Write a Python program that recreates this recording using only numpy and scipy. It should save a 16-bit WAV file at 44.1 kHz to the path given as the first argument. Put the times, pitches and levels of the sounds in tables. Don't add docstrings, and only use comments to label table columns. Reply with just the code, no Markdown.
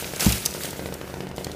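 import sys
import numpy as np
from scipy import signal
from scipy.fft import rfft, irfft, next_fast_len
from scipy.io import wavfile
from scipy.ndimage import uniform_filter1d, map_coordinates

SR = 44100
rng = np.random.default_rng(int(sys.argv[2]) if len(sys.argv) > 2 else 0)


def to_linear_factor(level_db):
    exponent = np.asarray(level_db, float) / 20
    return 10 ** exponent


def file_out(sig):
    cols = np.atleast_2d(sig).T
    lim = np.clip(cols, -1, 1)
    pcm = np.round(lim * 32767).astype(np.int16)
    wavfile.write(sys.argv[1], SR, pcm)


N = 68355


def foliage():
    # (time [s], level [dB])
    stirring = [(0, -33.5), (.06, -36.5), (0.196, -38), (0.196, -27), (0.261, -24), (.33, -27),
                (0.419, -36.5), (0.601, -38), (0.648, -33), (.72, -40.5), (.78, -42), (.925, -46),
                (.945, -48), (0.999, -47.5), (1.198, -49), (1.34, -59), (1.379, -45), (1.45, -46.5),
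                (1.55, -51.5)]
    # (frequency [Hz], level per Hz [dB])
    needle_colour = [(530, -1), (900, -4), (2050, -7.5), (2220, -4), (2390, -2), (6270, -1.5),
                     (12200, -3.5), (15500, -4.5)]
    # (frequency [Hz], level per Hz [dB])
    limb_colour = [(300, -30), (600, -7), (1500, 6), (3000, -11), (6000, -28)]
    # (frequency [Hz], level per Hz [dB])
    tip_colour = [(6000, -33), (10000, 3), (13500, 0), (15500, -18)]
    ticks_per_s, flutters_per_s = 2500, 45
    hardest_db = -23.5

    draw = rng.random((int(ticks_per_s * N / SR), 3))
    tick_hz = np.clip(6050 * np.exp(2.48 * (draw[:, 1:2] - 0.5)), 500, 15000)
    size = to_linear_factor(-3.5 * np.log(draw[:, 2:] + 0.0034))
    t = np.arange(120) / SR
    tick = np.sin(2 * np.pi * tick_hz * t) * np.exp(-t * tick_hz / 1.28)
    ticks = unit(laid(draw[:, 0] * N / SR, size * tick))

    s, db = np.transpose(stirring)
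    flutter = map_coordinates(rng.standard_normal(200), [np.arange(N) * flutters_per_s / SR])
    stir_db = np.interp(np.arange(N) / SR, s, db) + 1 * flutter

    below_hardest = stir_db - hardest_db
    limbs = to_linear_factor(-11.5 + 0.61 * below_hardest) * patchy(limb_colour, patchy_db=3.5)
    tips = to_linear_factor(-11.5 + 0.62 * below_hardest) * patchy(tip_colour, patchy_db=4.0)
    needles = patchy(needle_colour, patchy_db=2.0)
    return to_linear_factor(stir_db) * (limbs + tips + needles + to_linear_factor(-6) * ticks)


def snaps():
    # (time [s], peak level [dB], ring pitch [Hz], time to fall 60 dB [s], ring share [0-1])
    twigs = [(.0425, -19, 2450, .02, .3), (.1612, -13, 4900, .008, .1), (.1957, -17, 2400, .02, .05),
             (.2056, -7, 5000, .012, .15), (.2447, -12, 6350, .025, .15), (.2575, -13, 4900, .025, .15),
             (.2915, -13, 5800, .02, .05), (.3217, -4, 10000, .008, .05), (.3245, -13, 3900, .03, .2),
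             (.38, -17, 9000, .01, .1), (.4525, -12, 11300, .015, .15), (.4584, -3, 6150, .02, .25),
             (.5082, -21, 6900, .012, .1), (.538, -22, 4750, .02, .2), (.6343, -8, 4860, .007, .1),
             (.652, -17, 3250, .015, .25), (.655, -22, 12000, .016, .05), (.7055, -22, 11500, .02, .1),
             (.939, -21, 11700, .02, .15), (1.2885, -33, 5100, .015, .3), (1.361, -30, 8300, .02, .03),
             (1.3698, -28, 6000, .016, .08), (1.4438, -15, 4300, .018, .3), (1.515, -28, 4150, .025, .2)]
    rise_s, lag_s = 0.00046, 0.0008
    t = np.arange(2500) / SR
    shapes = []
    for _, db, hz, t60, share in twigs:
        edge_hz = min(0.7 * hz, 4360)

        def band(f):
            low_cut = (f * f / (f * f - edge_hz * edge_hz - 1.2j * f * edge_hz)) ** 2
            return low_cut / (1 + 1j * f / (1.36 * hz)) ** 2

        burst = unit(filtered(rng.standard_normal(len(t)), band))
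        wobble = 0.052 * np.cumsum(rng.standard_normal(len(t)))
        ring = np.sin(2 * np.pi * hz * t + wobble)
        fade = to_linear_factor(db - 3 - 60 * t / t60) * (1 - np.exp(-t / rise_s))
        shapes.append(fade * ((1 - share) * burst + 2 * share * ring))
    return laid([twig[0] + lag_s for twig in twigs], np.array(shapes))


def thump():
    # (time [s], level [dB])
    blows = [
        (0.2218, -34),
        (0.2648, -7),
        (0.326, -23),
    ]
    # (frequency [Hz], level [dB], time to fall 60 dB [s])
    stem_modes = [(61.3, -4, 0.23), (112.4, -8.5, 0.21), (149.4, 3, 0.044), (193.7, 3.5, 0.073),
                  (282, -11, .1), (387.4, -21.5, 0.18), (860, -6, 0.021)]
    rise_s = 0.0022
    t = np.arange(SR // 2) / SR
    s, level_db = np.transpose(blows)
    ring = sum(to_linear_factor(db - 60 * t / t60) * np.sin(2 * np.pi * hz * t) for hz, db, t60 in stem_modes)
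    return laid(s, to_linear_factor(level_db)[:, None] * ring * (1 - np.exp(-t / rise_s)))


def saw():
    # (time [s], peak
    # level [dB])
    firings = [(0.0251, -21), (0.0916, -26.5), (0.1367, -18.5), (0.2006, -28.5), (0.2246, -21),
               (0.3778, -26.5), (0.4619, -20.5), (0.5269, -27), (0.5491, -20.5), (0.6472, -20.5),
               (0.69, -25.5), (0.7308, -21.5), (0.7941, -19.5), (0.8591, -19), (0.9245, -20), (1.0135, -20),
               (1.0765, -27.5), (1.0992, -26.0), (1.1406, -20), (1.2058, -18), (1.2698, -22), (1.3141, -25),
               (1.3814, -17.5), (1.4685, -18), (1.5485, -26.5)]
    # (frequency [Hz], width [Hz], level [dB])
    casing = [(80.5, 8.4, 13), (139, 31, 2), (182, 17, 2), (361.5, 11.7, 2), (475, 19.6, -10.5)]
    turn_s, jitter_s = 0.0216, 0.00063
    lead_s = 0.004
    s, db = np.transpose(firings)
    t = np.arange(700) / SR - lead_s

    def puff(hz, life_s):
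        return -np.exp(-np.abs(t) / life_s) * np.cos(2 * np.pi * hz * t)

    def hiss_band(hz):
        return 1j * hz / (500 + 1j * hz) / (1 + 1j * hz / 2780) ** 2

    def body(f):
        return 1 + sum(to_linear_factor(g) * 1j * f * w / (c * c - f * f + 1j * f * w) for c, w, g in casing)

    hiss = rng.standard_normal((len(s), len(t))) * to_linear_factor(-60 * t / 0.024) * (t > 0)
    blast = filtered(laid(s - lead_s, to_linear_factor(db + 0.5)[:, None] * hiss), hiss_band)

    turns = [[s[0] - turn_s]]
    for a, b in zip(s, s[1:]):
        turns.append(np.linspace(a, b, round((b - a) / turn_s) + 1)[1:-1])
    turns = np.concatenate(turns)
    turns = turns + jitter_s * rng.standard_normal(len(turns))
    idle_db = -33.5 + 4 * rng.standard_normal((len(turns), 1))

    fired = laid(s - lead_s, to_linear_factor(db + 1.5)[:, None] * puff(hz=500, life_s=0.0005))
    idle = laid(turns - lead_s, to_linear_factor(idle_db) * puff(hz=330, life_s=0.0008))
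    return filtered(fired + idle, body) + blast


def walls(x):
    # (delay [s], level [dB], top frequency [Hz])
    echoes = [(.0066, -5, 450), (.0298, -6, 4000), (.0328, -13, 600), (.0386, -15, 500), (.0432, -15, 600),
              (.0492, -12, 500)]

    def answers(f):
        return sum(to_linear_factor(db) * np.exp(-2j * np.pi * f * s) / (1 + (f / hz) ** 2) for s, db, hz in echoes)

    return filtered(x, answers)


def yard(x):
    # (frequency [Hz], time to fall 60 dB [s])
    tail_times = [(100, 0.58), (1000, 0.82), (8000, 0.33)]
    hz, t, z = signal.stft(rng.standard_normal(SR // 2), SR, nperseg=256)
    fade = to_linear_factor(-60 * t / along(tail_times, hz)[:, None])
    tail = signal.istft(z * fade, SR, nperseg=256)[1]
    late = np.pad(x, (400, 0))
    return signal.fftconvolve(late, tail / np.linalg.norm(tail))[:N]


def hum():
    t = np.arange(N) / SR
    hz = 76 * (1 + 0.059 * map_coordinates(rng.standard_normal(40), [t * 12]))
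    swell_db = 8 * np.clip(t - 0.4, 0, 0.45) / 0.45
    return to_linear_factor(-55 + 3 + swell_db) * np.sin(2 * np.pi * np.cumsum(hz) / SR)


def open_air():
    # (frequency [Hz], level per Hz [dB])
    air_colour = [(18, -36), (30, 13), (133, 3.5), (350, -1.5), (1050, -14), (1440, -5), (3230, -21),
                  (12600, -35), (15500, -40)]
    return to_linear_factor(-42.5) * patchy(air_colour, patchy_db=2.0)


def unit(x):
    return x / np.sqrt(np.mean(x ** 2) + 1e-20)


def along(points, hz):
    f, v = np.transpose(points)
    return np.interp(np.log(hz + 1), np.log(f + 1), v)


def filtered(x, response):
    m = next_fast_len(len(x) + 8192)
    return irfft(rfft(x, m) * response(np.fft.rfftfreq(m, 1 / SR)), m)[:len(x)]


def patchy(spectrum, patchy_db):
    z = signal.stft(rng.standard_normal(N + 512), nperseg=256)[2]
    field = uniform_filter1d(rng.standard_normal(z.shape), 8, 0)
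    field = unit(uniform_filter1d(field, 6, 1))
    x = signal.istft(z * to_linear_factor(patchy_db * field), nperseg=256)[1][:N]
    return unit(filtered(x, lambda hz: to_linear_factor(along(spectrum, hz))))


def laid(times, shapes):
    starts = np.round(np.asarray(times) * SR).astype(int)
    at = starts[:, None] + np.arange(shapes.shape[1])
    return np.bincount(np.clip(at, 0, N).ravel(), shapes.ravel(), N + 1)[:N]


def scene():
    engine, twigs, blow = saw(), snaps(), thump()
    tail = yard(to_linear_factor(-5.5) * engine + to_linear_factor(-14.5) * twigs + to_linear_factor(-20) * blow)
    near = foliage() + twigs + blow + engine
    return (near + walls(engine) + tail + hum() + open_air())[None]


def low_pass(x):
    return signal.sosfilt(signal.butter(12, 16350, fs=SR, output="sos"), x)


def record(dry):
    low_hz, top_hz = 48, 15500

    def passband(hz):
        bass = (hz / low_hz) ** 6
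        return (hz < top_hz) * bass / (1 + bass)

    x = filtered(dry[0], passband)
    return low_pass(x[None])


dry = scene()
out = record(dry)
file_out(out)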